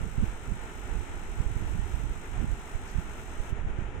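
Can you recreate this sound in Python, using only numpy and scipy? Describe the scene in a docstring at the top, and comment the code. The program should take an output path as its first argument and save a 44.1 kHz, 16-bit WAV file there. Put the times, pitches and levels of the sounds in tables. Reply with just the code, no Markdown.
"""A small ultrasonic cleaner buzzes on a workbench, close to a hand-held phone, and switches off at 3.5 s.
Each mains cycle drives the same fine rattle through the steel tank, one short ring and a surge of
cavitation fizz; single bubbles crackle, a thin whine grows and one brief sizzle spurts up.
Out in the room a fan rushes on, and its draught buffets the microphone ports, mostly the right one."""
import sys
import numpy as np
from scipy import signal
from scipy.fft import rfft, irfft
from scipy.io import wavfile
from scipy.ndimage import uniform_filter1d

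SR = 44100
rng = np.random.default_rng(int(sys.argv[2]) if len(sys.argv) > 2 else 0)


def materialize(psi):
    """Save the field psi as 16-bit PCM at rate SR to the path in sys.argv[1].

    A 1-D psi becomes a single channel; in a 2-D psi each row is a channel.
    """
    bounded = np.clip(np.atleast_2d(psi).T, -1, 1)
    quanta = np.round(bounded * 32767).astype(np.int16)
    wavfile.write(sys.argv[1], SR, quanta)


N = 176400
TIME, BIN_HZ = np.arange(N) / SR, np.arange(N // 2 + 1) * SR / N
MAINS_HZ = 50
CYCLE_SAMPLES, LEAD_CYCLES = SR // MAINS_HZ, .3  # lead: the part of a cycle ahead of a bump's peak

# Drive of the tank on the bench: t/s, gain/dB
DRIVE = [(0, 0.5), (1.4, 1.1), (2.8, 0), (3.15, -0.5), (3.35, 1.2), (3.5, 0)]
# Strength of the cavitation in the bath, on top of the drive: t/s, gain/dB
CAVITATION = [(0, -1), (.4, -0.5), (1.2, -1.2), (2.1, -1.2), (2.8, 0), (3.05, 1), (3.25, 0), (3.5, 0)]
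def cleaner(off_s=3.505, release_s=.011, flicker_db=1.24, ring_db=(-72, -49.5)):
    """Close up, on the bench: tank and bath pulse with the mains and die away at switch-off."""
    surge = each_cycle(at_s=.0153, rise_s=.0013, fall_s=.0052)
    flicker = undb(curve(CAVITATION) + flicker_db * walk(24.82))
    whining, ringing = whine(), ring()
    ports = np.array([rattle(port, surge) + fizz(port, surge, flicker) + undb(ring_db[port]) * ringing
                      for port in range(2)])
    running = np.exp(-np.maximum(TIME - off_s, 0) / release_s)
    return (ports + whining + flicker * crackle()) * undb(curve(DRIVE)) * running


# Broad colour of the rattle, close up: f/Hz, left density/dB, right density/dB
RATTLE_COLOUR = [(920, -100, -101), (1680, -105.5, -91), (2330, -87.5, -99), (3300, -103.5, -104),
                 (4050, -106, -110), (4930, -114, -116), (5030, -100, -104), (6260, -100, -110),
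                 (7140, -99, -103), (7560, -95.5, -102), (8060, -99, -95), (8860, -107, -97),
                 (9400, -115, -107), (11500, -120, -111), (12600, -122, -120), (15300, -112, -115)]
def rattle(port, surge, gain_db=-2.5, surge_db=(.5, 5.5)):
    """The same fine pattern shakes the tank every mains cycle; port 0 is left, 1 is right."""
    harmonics = rfft(rng.standard_normal(CYCLE_SAMPLES))
    pattern = np.resize(irfft(harmonics / np.abs(harmonics), CYCLE_SAMPLES), N)
    shaking = unit(pattern * undb(surge_db[port] * surge))
    coloured = colour(shaking, RATTLE_COLOUR, column=port + 1)
    return undb(gain_db) * filtered(coloured, tank(port))


# Resonances of the steel tank: f/Hz, width/Hz, left gain/dB, right gain/dB
TANK_MODES = [(1856, 92, 14.5, 4), (2700, 30, 12, -8), (2800, 30, 6, 12), (3010, 21, 13, 18.5),
              (3785, 84, 12, 17.5), (4028, 66, 16.5, 20), (4260, 37, 15.5, 7), (5470, 35, 17.5, 18),
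              (6190, 320, 5, 13.5), (7100, 41, 8, 18.5), (6850, 130, 11, 6), (7790, 210, 0.5, 5),
              (7720, 76, 9, 3.5), (9500, 60, -1, 5)]
def tank(port):
    """Gain of the steel's resonances at every frequency, as heard at one microphone port."""
    return 1 + sum((undb(db[port]) - 1) / (1 + (2 * (BIN_HZ - hz) / width) ** 4)
                   for hz, width, *db in TANK_MODES)


# Colour of the cavitation, close to the bath: f/Hz, left density/dB, right density/dB
FIZZ_COLOUR = [(1980, -92.5, -95), (3480, -94, -103), (4400, -105, -106), (4900, -111, -111),
               (4980, -100, -103), (6500, -95.5, -101), (7800, -99.5, -93), (9540, -109, -101.5),
               (11200, -109.5, -104.5), (13000, -112, -111), (14400, -106, -107), (15700, -102, -104.5)]
def fizz(port, surge, flicker, gain_db=-1.4, surge_db=(3, 3.5), size_spread_db=2):
    """Bubbles of uneven size collapse in a hiss that surges every cycle and never repeats."""
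    bubbles = rng.standard_normal(N) * undb(size_spread_db * walk(5000))
    collapses = unit(bubbles * flicker * undb(surge_db[port] * surge))
    return undb(gain_db) * colour(collapses, FIZZ_COLOUR, column=port + 1)


def ring(ring_hz=8126, scatter_hz=55, sag_hz_per_s=12000, scatter_db=.5, at_s=.0145, rise_s=.00062):
    """The steel rings once a cycle, never quite at the same pitch or strength, and sags as it fades."""
    lead_s = LEAD_CYCLES / MAINS_HZ
    shift = int((lead_s - at_s + 1 / MAINS_HZ) * SR)
    cycle, within = np.divmod(np.arange(N) + shift, CYCLE_SAMPLES)
    age = within / SR - lead_s
    size, detune = rng.standard_normal((cycle[-1] + 1, 2))[cycle].T
    hz = ring_hz + scatter_hz * detune - sag_hz_per_s * age / 2
    body = each_cycle(at_s, rise_s, fall_s=.0012)
    tail = undb(-12) * each_cycle(at_s, rise_s, fall_s=.004)
    return undb(scatter_db * size) * np.maximum(body, tail) * np.sin(2 * np.pi * hz * age)


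def crackle(pops_per_s=370, low_hz=9340, high_hz=15700, decay_cycles=9.2, base_db=-65, spread_db=2.5):
    """Single larger bubbles pop at random, each a tiny ping with its own pitch, size and side."""
    age = np.arange(256) / SR
    out = np.zeros((2, N + len(age)))
    for when, pitch, smallness, side in rng.random((int(pops_per_s * N / SR), 4)):
        start = int(when * N)
        hz = low_hz + pitch * (high_hz - low_hz)
        ping = np.sin(2 * np.pi * hz * age) * np.exp(-age * hz / decay_cycles)
        db = base_db - spread_db * np.log(max(smallness, .02))
        out[:, start:start + len(age)] += undb(db) * np.sqrt([[side], [1 - side]]) * ping
    return out[:, :N]


# Whine growing as the bath runs, the same at both ports: t/s, level/dB before the drive
WHINE_LEVEL = [(0, -73), (2.2, -71), (2.6, -72), (3.1, -69.5), (3.5, -66.5)]
def whine(centre_hz=6343, width_hz=160):
    """The few mains harmonics that fall in one sharp resonance of the tank."""
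    harmonics = MAINS_HZ * (round(centre_hz / MAINS_HZ) + np.arange(-4, 5))
    tones = sum(np.sin(2 * np.pi * (hz * TIME + rng.random())) * resonance(hz, centre_hz, width_hz)
                for hz in harmonics)
    return unit(tones) * undb(curve(WHINE_LEVEL))


# Colour of the sizzle at either port: f/Hz, density/dB
SPURT_COLOUR = [(2500, -111), (4500, -95), (5500, -91), (7000, -91), (9000, -104), (15000, -115)]
def spurt(peak_s=2.893, attack_s=.019, decay_s=.03):
    """One short sizzle swells quickly and dies away."""
    age = TIME - peak_s
    envelope = np.exp(-np.maximum(-age / attack_s, age / decay_s))
    return envelope * np.array([colour(rng.standard_normal(N), SPURT_COLOUR) for port in range(2)])


# Rush of the fan, heard from the bench: f/Hz, left density/dB, right density/dB
FAN_COLOUR = [(24.8, -61, -55), (58, -70.5, -72), (123, -76, -76), (200, -75, -72), (315, -73.5, -78.5),
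              (380, -74.5, -72.5), (440, -74.5, -78), (566, -84, -83), (630, -80.5, -79.5),
              (890, -77.5, -79), (1166, -84, -84), (1204, -79.5, -81.5), (1410, -76.5, -80.5),
              (1656, -81.5, -85.5), (2320, -82.5, -88.5), (3070, -88, -95), (4070, -101, -105),
              (4750, -114.5, -116), (5000, -104.5, -110), (6940, -96, -105), (8250, -105, -101.5),
              (9560, -113, -110.5), (11500, -119, -117.5), (15300, -125, -125)]
# Likeness of the rush at the two microphone ports: f/Hz, coherence
FAN_COHERENCE = [(60, 0.69), (150, 1), (300, 1), (420, 0.89), (640, 0.6), (900, 0.55), (1410, 0.015),
                 (3100, 0.12), (6800, 0)]
# Hollow resonances of the room: f/Hz, width/Hz, gain/dB
ROOM_MODES = [(359.5, 16, 1.5), (436, 18, 2.5), (858, 29, 3.5), (1335, 21, 3.5), (1820, 90, 2.5)]
# The fan's low middle, fuller with the phone above the bench: t/s, gain/dB
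FULLNESS = [(0, 1.3), (1.2, -0.51), (2.9, -1.7), (3.45, 1.8), (4, 2.9)]
def fan(gain_db=-.5, flicker_db=.94, fullness_hz=520, fullness_width_hz=180):
    """Out in the room: a steady rush lifted by hollow resonances, alike at both ports in the low middle."""
    alike = np.clip(by_frequency(FAN_COHERENCE), -.99, .99)
    room = 1 + sum((undb(db) - 1) * resonance(BIN_HZ, hz, width) for hz, width, db in ROOM_MODES)
    mid = filtered(rng.standard_normal(N), room * np.sqrt((1 + alike) / 2))
    side = filtered(rng.standard_normal(N), room * np.sqrt((1 - alike) / 2))
    rush = np.array([colour(mid + side, FAN_COLOUR, column=1), colour(mid - side, FAN_COLOUR, column=2)])
    low_middle = filtered(rush, np.exp(-((BIN_HZ - fullness_hz) / fullness_width_hz) ** 2))
    rush += (undb(curve(FULLNESS)) - 1) * low_middle
    return rush * undb(gain_db + flicker_db * walk(18))


# Colour of the wind on the microphone: f/Hz, density/dB
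DRAUGHT_COLOUR = [(12, -51), (25, -46.5), (50, -48), (75, -53.5), (110, -59), (160, -67), (220, -77),
                  (320, -77), (500, -83.5), (1000, -108), (5000, -150)]
# Strength of that wind at the left and at the right port: t/s, gain/dB
DRAUGHT_LEFT = [(0, -15), (.6, -14.5), (.75, -24), (1.2, -10), (2.1, -15.5), (2.8, -16), (3.0, -18),
                (3.55, -17), (3.7, -8), (4, -11.5)]
DRAUGHT_RIGHT = [(0, -1.5), (.28, -1), (.38, -10.5), (.55, 1.5), (.7, -15.5), (.84, -5), (.96, 2),
                 (1.1, -2), (1.26, -8.5), (1.38, 1), (1.85, 1.5), (2.12, 1.5), (2.24, -12.5), (2.42, 9),
                 (2.66, -14), (3.0, -4.5), (3.25, -9), (3.55, -2.5), (4, -0.5)]
def draught():
    """Right on the microphone: the fan's air makes an unrelated rumble at each port."""
    return np.array([colour(rng.standard_normal(N), DRAUGHT_COLOUR) * undb(curve(strength))
                     for strength in (DRAUGHT_LEFT, DRAUGHT_RIGHT)])


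# Air hitting the microphone: t/s, gain/dB, swing f/Hz, eddy gain/dB, port (0 left, 1 right)
BUFFETS = [(0.013, -29, 83.5, -13, 1), (0.038, -20.5, 90, -23, 1), (0.064, -23.5, 95, -11, 1),
           (0.182, -15, 112, -15, 1), (.2, -18.5, 60, -26, 0), (0.207, -18.5, 45, -35, 1),
           (0.236, -11, 109, -13.5, 1), (0.338, -33, 78, -24, 0), (0.486, -21, 60, -15.5, 1),
           (0.519, -15, 89, -16.5, 1), (0.964, -23, 55.5, -13, 1), (1.378, -23.5, 60, -20, 1),
           (1.404, -12, 78, -19.5, 1), (1.469, -18.5, 48, -28, 1), (1.513, -21, 66, -25, 1),
           (1.566, -16, 76, -23, 1), (1.624, -23, 110, -13, 1), (1.645, -21, 70, -16.5, 1),
           (1.67, -32, 51, -19, 0), (1.751, -25.5, 89, -9, 1), (1.794, -17, 45, -17.5, 1),
           (1.945, -19.5, 79, -21, 1), (1.971, -18, 59, -35, 1), (2.041, -19, 72.4, -22.5, 1),
           (2.103, -24, 73, -13, 0), (2.405, -16.5, 79, -16.5, 1), (2.428, -19.5, 165, -13, 1),
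           (2.445, -17, 85, -12, 1), (2.479, -28, 78, -26, 0), (2.53, -18, 38, -29, 1),
           (2.754, -17, 44, -30, 1), (2.958, -17.5, 56, -18.5, 1), (2.987, -15.5, 77, -18, 1),
           (3.338, -39, 79, -17, 0), (3.401, -17.5, 46, -32, 1), (3.529, -15.5, 72, -26.5, 1),
           (3.648, -21.5, 55.4, -18, 1), (3.673, -21, 80, -19, 0), (3.788, -16, 109, -19, 1),
           (3.823, -22.5, 90, -20, 1), (3.986, -23.5, 85, -17, 1)]
# Colour of the eddies in a buffet: f/Hz, relative density/dB
EDDY_COLOUR = [(40, -1.5), (110, 10.5), (200, 8), (300, -3.5), (500, -17), (1200, -64), (6000, -100)]
def buffets(swing_db=5, swing_cycles=.33, front_cycles=.11, eddy_s=.015):
    """Each buffet on a port is one swing of pressure with a steep front and small eddies around it."""
    out = np.zeros((2, N))
    turbulence = unit(colour(rng.standard_normal(N), EDDY_COLOUR))
    for at_s, db, hz, eddy_db, port in BUFFETS:
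        near = np.abs(TIME - at_s) < .08
        age = TIME[near] - at_s
        swing = np.tanh(age * hz / front_cycles) / np.cosh(age * hz / swing_cycles) / 2
        eddies = turbulence[near] * np.exp(-(age / eddy_s) ** 2)
        out[int(port), near] += undb(db) * (undb(swing_db) * swing + undb(eddy_db) * eddies)
    return out


def each_cycle(at_s, rise_s, fall_s):
    """A bump at the same moment of every mains cycle, quick to rise and slower to fall."""
    age = (((TIME - at_s) * MAINS_HZ + LEAD_CYCLES) % 1 - LEAD_CYCLES) / MAINS_HZ
    return np.exp(-.5 * (age / np.where(age < 0, rise_s, fall_s)) ** 2)


def walk(rate_hz):
    """Glides between random levels, rate_hz of them a second; rms 1."""
    hold = max(int(SR / rate_hz), 2)
    steps = np.repeat(rng.standard_normal(N // hold + 1), hold)
    return unit(uniform_filter1d(steps, hold)[:N])


def curve(rows):
    """Straight lines in time through rows of t/s, value."""
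    return np.interp(TIME, *np.array(rows).T)


def by_frequency(rows, column=1):
    """One column of a table, spread over the bins on a log-frequency axis."""
    rows = np.array(rows)
    return np.interp(np.log(BIN_HZ + 1), np.log(rows[:, 0]), rows[:, column])


def colour(x, rows, column=1):
    """Gives white sound of unit power the table's density (power per Hz, in dB)."""
    return filtered(x, undb(by_frequency(rows, column)) * np.sqrt(SR / 2))


def filtered(x, bin_gain):
    return irfft(rfft(x) * bin_gain, N)


def resonance(hz, centre_hz, width_hz):
    return 1 / (1 + (2 * (hz - centre_hz) / width_hz) ** 2)


def undb(db):
    return 10 ** (np.asarray(db) / 20)


def unit(x):
    return x / np.sqrt(np.mean(x ** 2))


def scene():
    """The cleaner close by, the fan out in the room and its air on the microphone."""
    return cleaner() + spurt() + fan() + draught() + buffets()


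def record(dry):
    """The hand-held phone sheds the deepest rumble and cuts the top."""
    low_cut_hz, top_hz = 7.1, 15450
    dry = signal.sosfilt(signal.butter(1, low_cut_hz, "high", fs=SR, output="sos"), dry)
    return signal.sosfilt(signal.ellip(10, .2, 80, top_hz, fs=SR, output="sos"), dry)


dry = scene()
out = record(dry)
materialize(out)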